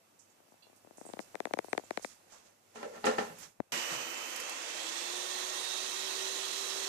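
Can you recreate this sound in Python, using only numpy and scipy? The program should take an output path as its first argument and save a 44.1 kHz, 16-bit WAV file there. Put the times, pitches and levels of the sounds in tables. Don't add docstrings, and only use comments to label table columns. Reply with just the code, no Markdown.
import sys
import numpy as np
from scipy import signal
from scipy.fft import rfft, irfft, next_fast_len
from scipy.io import wavfile
from scipy.ndimage import uniform_filter1d, map_coordinates

SR = 44100
rng = np.random.default_rng(int(sys.argv[2]) if len(sys.argv) > 2 else 0)


def wrap_up_sound(samples):
    columns = np.atleast_2d(samples).T
    tamed = np.clip(columns, -1, 1)
    steps = np.round(tamed * 32767).astype(np.int16)
    wavfile.write(sys.argv[1], SR, steps)


def voltage_ratio(level):
    return 10 ** (np.asarray(level, float) / 20)


N = 303408

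# start_s, level_db
AIR_LEVEL = [(0, -73.5), (.9, -71.5), (1.1, -66.5), (2.1, -69), (2.6, -74.5), (3.3, -60), (3.55, -76.5),
             (3.72, -77.5)]
# pitch_hz, level_db (per Hz)
AIR_COLOUR = [(15, -37), (25, -4.5), (33, -47), (64, -24), (93, -9), (172, -6), (363, -2), (394, -6.5),
              (573, -1), (621, -2), (1860, -11), (2630, -11.5), (3930, -15), (6720, -12.5), (15000, -18.5)]
# pitch_hz, level_db (over the air)
APPLIANCES = [(100, -18), (2630, -18)]

# pitch_hz, level_db
COVERED_MIXER = [(60, 8), (110, 9.5), (200, 3), (380, -1), (690, -1), (1030, 3), (1400, 0), (1900, 0),
                 (2400, -5), (3100, -14), (4000, -18), (5000, -28), (6200, -34), (9000, -28), (14000, -32)]
# pitch_hz, level_db
COVERED_NEAR = [(60, -4), (110, -1), (200, 0.5), (380, 1), (690, -2.5), (1270, 6), (2350, -7),
                (4320, -23.5), (7960, -37), (14700, -10)]
# pitch_hz, level_db
COVERED_AIR = [(60, -30), (110, 4.5), (200, 6.5), (380, 1.5), (690, -1.5), (1270, 3.5), (2350, -5.5),
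               (4320, -2.5), (7960, -7), (14700, -2)]
# pitch_hz, likeness (0-1)
PORT_LIKENESS = [(40, 0.081), (100, 0.23), (200, 1), (400, 1), (700, 0.077), (1500, 0.077), (3000, 0.21),
                 (6000, .2)]

# start_s, centre_hz, width (log ratio), fall_s (to -30 dB), level_db
PUFFS = [(.19, 6830, 0.29, 0.12, -60), (.3, 6800, 0.18, 0.082, -69), (.51, 7000, .3, 0.09, -72),
         (.622, 2750, 0.052, 0.13, -66.5), (.622, 3430, 0.047, 0.11, -67.5), (.622, 4150, 0.022, 0.12, -66),
         (.622, 4600, 0.027, 0.058, -64), (.76, 7500, 0.6, 0.064, -64), (.97, 7350, 0.35, 0.27, -60),
         (1.055, 8100, 0.19, 0.18, -56), (1.2, 6500, 0.53, 0.12, -56), (1.64, 6400, 0.86, 0.14, -59.5),
         (1.69, 8600, 0.11, 0.12, -58.5), (1.84, 7000, .15, 0.066, -59), (2.021, 6500, 0.51, 0.21, -51.5),
         (2.84, 470, 0.28, 0.23, -43), (2.32, 6500, 0.27, 0.11, -58), (2.32, 875, 0.54, 0.17, -59.5),
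         (3.382, 8900, 0.93, 0.18, -54), (3.301, 161, 0.23, 0.29, -60.5), (3.915, 150, 0.28, .25, -58),
         (3.722, 190, 0.49, 0.15, -52)]
# top_s, level_db, rise_db_per_s, fall_db_per_s
RUSTLES = [
    (.4, -91, 4, 4),
    (1.11, -65, 90, 112),
    (2.12, -59, 19, 360),
    (3.27, -52.5, 40, 500),
]
# pitch_hz, level_db (per Hz)
CLOTH_COLOUR = [(880, -9), (1500, -5.5), (2060, -6.5), (3150, -8.5), (3890, -9), (4630, -8), (6680, -2.5),
                (13900, -26.5), (15000, -58)]

# pitch_hz, level_db
CASE_RESPONSE = [(60, -43), (120, -18.5), (200, -6.5), (350, -0.5), (690, 2.5), (1030, -6), (1400, -8),
                 (1900, -3), (2400, -5.5), (3100, -26), (4000, -16.5), (5000, -27.5), (7700, -26),
                 (12000, -47)]
# start_s, peak_db, brightness_db
HARD_SLIPS = [(1.0914, -38, -20), (1.1378, -29, -16), (1.1937, -26.5, -7), (1.3561, -27.5, -5.5),
              (1.4051, -21.5, -11), (1.4563, -22.5, -7), (1.539, -17, -8.5), (1.591, -18, -9),
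              (1.7327, -17.5, -4.5), (1.7802, -18.5, -8), (1.9098, -21.5, -9.5), (1.9762, -21, -7),
              (2.0487, -24.5, -5.5)]
# start_s, peak_db
SOFT_SLIPS = [(.4039, -52.5), (0.487, -55), (0.5224, -49), (0.542, -53), (.6689, -51), (.6993, -50.5),
              (.7309, -51), (0.8484, -46), (0.8735, -44), (.9104, -42.5), (0.9834, -40), (.9929, -59),
              (1.0143, -34.5), (1.0533, -39), (1.0658, -38), (1.1001, -38.5), (1.1711, -36.5),
              (1.2029, -34.5), (1.3466, -32.5), (1.472, -31.5), (1.5108, -31.5), (1.5738, -29.5),
              (1.6461, -33), (1.685, -36.5), (1.7512, -33), (1.797, -34), (1.8385, -42), (1.935, -52),
              (1.9964, -40), (2.029, -49)]
# start_s, peak_db, brightness_db, tick_db
PRESS = (3.6034, -17, -17, -62)
# pitch_hz, level_db, t60_s
CASE_TICK = [(2300, -9, .005), (3200, -3, .003), (3800, 0, .003), (5100, -4, .003), (6500, -4, .003),
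             (8600, -3, .003), (11000, -10, .003)]

# top_s, level_db, scrape_db (over level), rise_db_per_s, fall_db_per_s
SHOVES = [
    (2.27, -61, -12, 900, 60),
    (2.33, -64.5, 12.5, 195, 62),
    (2.462, -62.5, 5.5, 299, 115),
    (2.756, -50.5, 0, 700, 33),
    (2.85, -41, -10, 258, 244),
    (2.963, -41.5, -13, 284, 260),
    (3.056, -23, -8, 1206, 128),
    (3.19, -29, -11.5, 330, 146),
    (3.438, -55, 12, 103, 180),
]
# start_s, peak_db, t60_s
KNOCKS = [
    (2.757, -40, 0.53),
    (2.829, -34, 0.057),
    (2.958, -55, 0.44),
    (3.041, -22.5, 0.38),
    (3.067, -17.5, 0.18),
    (3.182, -19.5, 0.19),
]
# pitch_hz, level_db (per Hz)
WOOD_COLOUR = [(41, -42), (70, -41), (237, -3), (285, -26), (321, -4), (374, -27), (414, -6), (507, -6.5),
               (712, -10), (815, -13.5), (1690, -17), (1840, -17.5), (4000, -27), (5200, -27.5),
               (8800, -120)]
# pitch_hz, width_hz, level_db
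TABLE_MODES = [(233, 9, -7), (430, 14, -2), (521, 16, -2), (582, 16, -3), (820, 50, 1), (1000, 80, -9),
               (1350, 60, 0), (1800, 90, -3), (2800, 150, -9)]

ORDERS = [1, 3, 5, 10, 10.8, 12, 24, 36, 48]
# slow_db, fast_db, swell_db, flutter (cycles)
ORDER_LEVELS = [(-68, -53, 1.5, 0), (-68, -62, 3, .03), (-68, -63, 3, .03), (-58, -48, 2, .07),
                (-68, -54, 2, .12), (-49, -61, 1.5, .18), (-54, -56, 2.5, .06), (-68, -82, 3, .1),
                (-57, -94, 1, .1)]
# pitch_hz, level_db (per Hz)
GEAR_COLOUR = [(35, -71), (60, -48), (202, -19), (239, -9.5), (287, -12), (339, -2), (420, -8.5),
               (464, -0.5), (765, -3), (1030, -1), (1620, -5), (2410, -7), (2660, -2.5), (3200, -25),
               (4160, -60), (7040, -120)]
# pitch_hz, level_db (per Hz)
AIR_SLOW = [(1300, -33), (2200, -1.5), (3000, -4.5), (3600, -6), (6000, -3), (7300, -3), (9200, -13),
            (11200, -20.5), (13000, -26), (15000, -58)]
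# pitch_hz, level_db (per Hz)
AIR_FAST = [(1290, -47), (2200, -13.5), (2910, -9.5), (3340, 0), (3620, -5), (3950, -2.5), (4870, -6.5),
            (6300, -2), (9340, -13), (9800, -16), (13600, -21), (14300, -20), (15000, -59)]
# pitch_hz, width_hz, level_db
BOWL_MODES = [(454, 37, -11), (997, 17, -13), (1874, 115, 8.5), (2666, 28, 9.5), (2930, 150, 0.5),
              (4150, 50, 1)]
# start_s, peak_db
SLIDER_CLICKS = [
    (4.36, -27),
    (4.4007, -25.5),
    (4.495, -27.5),
]

CHANGE_S = 3.7205
START_HZ, SLOW_HZ, SETTLE_S = 242, 272.5, .944
BOOST_AT_S, FAST_HZ = 4.419, 392.5
SURGE_SHARE, SURGE_S, CREEP_S = .428, .396, .913
GEAR_DB, GEAR_CATCH_DB, AIR_DB, AIR_CATCH_DB = -46.5, 8, -47.5, 9.5
CATCH_S = 0.16
AIR_DB_PER_OCTAVE = 10.5
BUMP_S, BUMP_DB, BUMP_LENGTH_S = 3.935, 3.5, .03
SOFT_BRIGHT_DB, TICK_DB = -18, -14.5
GRIP_PATH, NEAR_PATH = .085, .03
LOOSE_UNTIL_S, LOOSE_BASS_DB = 1.25, 5
SCRAPE_QUICKER = 1.63
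TOP_HZ = 14650


def unit(x):
    return x / np.sqrt(np.mean(x ** 2) + 1e-20)


def along(points, hz):
    f, v = np.transpose(points)
    return np.interp(np.log(hz + 1), np.log(f + 1), v)


def wobble(rate):
    return map_coordinates(rng.standard_normal(int(N * rate / SR) + 4), [np.arange(N) * rate / SR])


def filtered(x, response):
    m = next_fast_len(N + SR // 2)
    return irfft(rfft(x, m) * response(np.fft.rfftfreq(m, 1 / SR)), m)[..., :N]


def hiss(spectrum, patchy_db):
    z = signal.stft(rng.standard_normal((2, N + 512)), nperseg=512)[2]
    patches = uniform_filter1d(rng.standard_normal(z.shape[1:]), size=4, axis=0)
    patches = uniform_filter1d(patches, size=10, axis=1)
    pair = signal.istft(z * voltage_ratio(patchy_db * unit(patches)), nperseg=512)[1][:, :N]
    return unit(filtered(pair, lambda hz: voltage_ratio(along(spectrum, hz))))


def ringing(modes, gain):
    def response(f):
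        resonances = sum(voltage_ratio(db) * 1j * f * w / (c * c - f * f + 1j * f * w) for c, w, db in modes)
        return 1 + gain * resonances
    return response


def swells(rows, quicker=1):
    s, db, rise, fall = np.transpose(rows)[..., None]
    late = np.arange(N) / SR - s
    slope = np.abs(np.where(late < 0, rise, fall))
    return np.max(db - quicker * np.abs(late) * slope, axis=0)


def ports(pair, balance, lag):
    def right(hz):
        return 2 / np.sqrt(1 + voltage_ratio(2 * along(balance, hz)))

    def left(hz):
        like = np.clip(along(PORT_LIKENESS, hz), 0, 1)
        shared = like * np.exp(-2j * np.pi * hz * lag)
        own = np.sqrt(1 - like ** 2)
        return right(hz) * voltage_ratio(along(balance, hz)) * np.array([shared, own])

    return np.array([filtered(pair, left).sum(axis=0), filtered(pair[0], right)])


def kitchen_air():
    t = np.arange(N) / SR
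    tones = sum(voltage_ratio(db + 3.3 * wobble(24.7)) * np.sin(2 * np.pi * hz * t) for hz, db in APPLIANCES)
    level_db = np.interp(t, *np.transpose(AIR_LEVEL))
    air = voltage_ratio(level_db + 3) * (hiss(AIR_COLOUR, patchy_db=.8) + tones)
    return ports(air, COVERED_AIR, lag=.0005)


def crinkles():
    out, t = np.zeros((2, N)), np.arange(8192) / SR
    hz = np.fft.rfftfreq(len(t), 1 / SR)
    for s, centre_hz, width, fall_s, db in PUFFS:
        band = np.exp(-(np.log((hz + 1) / centre_hz) / width) ** 2)
        puff = unit(irfft(rfft(rng.standard_normal((2, len(t)))) * band))
        envelope = voltage_ratio(db - 30 * t / fall_s) * (1 - np.exp(-t / 0.0017))
        out[:, round(s * SR):][:, :len(t)] += envelope * puff
    return out


def salt_and_bag():
    before_change = np.arange(N) / SR < CHANGE_S
    level_db = swells(RUSTLES) - 2 + 1.5 * wobble(40)
    rustle = voltage_ratio(level_db) * hiss(CLOTH_COLOUR, patchy_db=1.5) * before_change
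    return ports(rustle + crinkles(), COVERED_NEAR, lag=.00055)


def case_wave(s, bright_db, path):
    hz = np.fft.rfftfreq(4096, 1 / SR)
    phase, late, later = rng.random(3)
    tilt_db = (bright_db + 4.5) * np.clip(np.log2((hz + 1) / 900), 0, 1.3)
    tilt_db += 260 * max(.065 - path, 0) * np.clip(np.log2(450 / (hz + 1)), 0, 2.5)
    tilt_db += LOOSE_BASS_DB * (s < LOOSE_UNTIL_S) * np.clip(np.log2(500 / (hz + 1)), 0, 1.5)
    travel = np.exp(-4j * np.pi * path * np.sqrt(hz) + 1j * (0.06 + phase))
    dull = 1 / (1 + (hz / 600) ** 4)
    first_echo = .3 * np.exp(-2j * np.pi * hz * (.002 + .002 * late))
    second_echo = .15 * np.exp(-2j * np.pi * hz * (.005 + .004 * later))
    edges = 1 + dull * (first_echo - second_echo)
    wave = np.roll(irfft(voltage_ratio(along(CASE_RESPONSE, hz) + tilt_db) * travel * edges), 1024)
    return wave / np.abs(signal.hilbert(wave)).max()


def creaks():
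    out, t = np.zeros((2, N)), np.arange(600) / SR
    slips = [(s, db, bright_db, db + TICK_DB, GRIP_PATH) for s, db, bright_db in HARD_SLIPS]
    slips += [(*PRESS, NEAR_PATH)]
    slips += [(s, db, SOFT_BRIGHT_DB, -120, GRIP_PATH) for s, db in SOFT_SLIPS]
    for s, db, bright_db, tick_db, path in slips:
        wave = case_wave(s, bright_db, path)
        start = round((s - path / np.sqrt(800)) * SR) - 1024
        out[0, start:start + len(wave)] += voltage_ratio(db + 1.5) * wave
        tick = np.zeros(len(t))
        for pitch_hz, level_db, t60 in CASE_TICK:
            decay = voltage_ratio(level_db + rng.normal(0, 1.5) - 60 * t / t60)
            tick += decay * np.sin(2 * np.pi * (pitch_hz * t + rng.random()))
        tick *= 1 - np.exp(-t / 0.00019)
        out[1, round((s - .0027) * SR):][:len(t)] += voltage_ratio(tick_db + 8.5) * tick
    return out


def table():
    shove_db = swells([(s, db, rise, fall) for s, db, _, rise, fall in SHOVES])
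    scrape_rows = [(s, db + over_db, rise, fall) for s, db, over_db, rise, fall in SHOVES]
    scrape_db = swells(scrape_rows, SCRAPE_QUICKER)
    wood = hiss(WOOD_COLOUR, patchy_db=1)
    drive = voltage_ratio(np.minimum(shove_db, -44) - 13.0 + 1.6 * wobble(60))
    t = np.arange(SR // 3) / SR
    for s, db, t60 in KNOCKS:
        ring = voltage_ratio(db - 14.5 - 60 * t / t60)
        contact = voltage_ratio(db - 15.0 - 60 * t / 0.012)
        drive[round((s + .001) * SR):][:len(t)] += ring + contact
    modes = ringing(TABLE_MODES, gain=2.5)
    body = filtered(drive * wood, lambda hz: modes(hz) / (1 + (120 / (hz + 1)) ** 4))
    scrape = voltage_ratio(scrape_db - 7.5) * hiss(CLOTH_COLOUR, patchy_db=0.5)
    return ports(body + scrape, COVERED_NEAR, lag=0.00045)


def shaft():
    t = np.arange(N) / SR
    slow = SLOW_HZ - (SLOW_HZ - START_HZ) * np.exp(-np.maximum(t - CHANGE_S, 0) / SETTLE_S)
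    boosted = np.maximum(t - BOOST_AT_S, 0)
    missing = SURGE_SHARE * np.exp(-(boosted / SURGE_S) ** 2)
    missing += (1 - SURGE_SHARE) * np.exp(-boosted / CREEP_S)
    return FAST_HZ - (FAST_HZ - slow) * missing


def shaft_orders(turns, fast, since_change):
    catch_db = 7 * np.exp(-np.abs(since_change) / 0.21)
    catch_db -= 5 * np.exp(-((since_change - .85) / .13) ** 2)
    tones = np.zeros((2, N))
    for order, (slow_db, fast_db, swell_db, flutter) in zip(ORDERS, ORDER_LEVELS):
        swell = wobble(7) + .8 * np.array([wobble(25), wobble(25)])
        level_db = slow_db + (fast_db - slow_db) * fast + catch_db + swell_db * swell
        cycles = order * turns + flutter * wobble(300) + rng.random((2, 1))
        tones += voltage_ratio(level_db) * np.sin(2 * np.pi * cycles)
    return tones


def slider():
    out, t = np.zeros((2, N)), np.arange(2000) / SR
    for s, db in SLIDER_CLICKS:
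        grit = rng.standard_normal((2, len(t) + 3))
        snap = grit[:, 3:] - .6 * grit[:, :-3]
        out[:, round(s * SR):][:, :len(t)] += voltage_ratio(db - 13 - 60 * t / 0.057) * snap
    return out


def mixer():
    shaft_hz, since_change = shaft(), np.arange(N) / SR - CHANGE_S
    excess = np.exp(-np.abs(since_change) / CATCH_S)
    bump_db = BUMP_DB * np.exp(-((since_change + CHANGE_S - BUMP_S) / BUMP_LENGTH_S) ** 2)
    gear_db = GEAR_DB + GEAR_CATCH_DB * excess + bump_db
    air_db = AIR_DB + AIR_CATCH_DB * excess + bump_db
    air_db += AIR_DB_PER_OCTAVE * np.log2(shaft_hz / START_HZ)
    turns = np.cumsum(shaft_hz * (1 + .0013 * wobble(40))) / SR
    fast = np.clip((shaft_hz - 260) / 110, 0, 1)
    air = np.sqrt(1 - fast) * hiss(AIR_SLOW, patchy_db=.8)
    air += np.sqrt(fast) * hiss(AIR_FAST, patchy_db=1.3)
    beat = 1 + 0.083 * np.cos(2 * np.pi * turns) + 0.07 * wobble(90)
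    slosh = voltage_ratio(0.29 * wobble(25))
    noise = voltage_ratio(air_db - 1.0) * beat * air
    noise += voltage_ratio(gear_db - 2) * slosh * hiss(GEAR_COLOUR, patchy_db=1.0)
    in_bowl = filtered(noise, ringing(BOWL_MODES, gain=0.37))
    sound = shaft_orders(turns, fast, since_change) + in_bowl + slider()
    return ports(sound * (since_change > 0), COVERED_MIXER, lag=0.000496)


def scene():
    return kitchen_air() + salt_and_bag() + creaks() + table() + mixer()


def roll_off(x):
    return signal.sosfilt(signal.butter(12, 15270, fs=SR, output="sos"), x)


def record(dry):
    held = dry / (1 + np.abs(dry / .2) ** 5) ** (1 / 5)
    mix = filtered(held, lambda hz: hz < TOP_HZ)
    return roll_off(mix)


dry = scene()
out = record(dry)
wrap_up_sound(out)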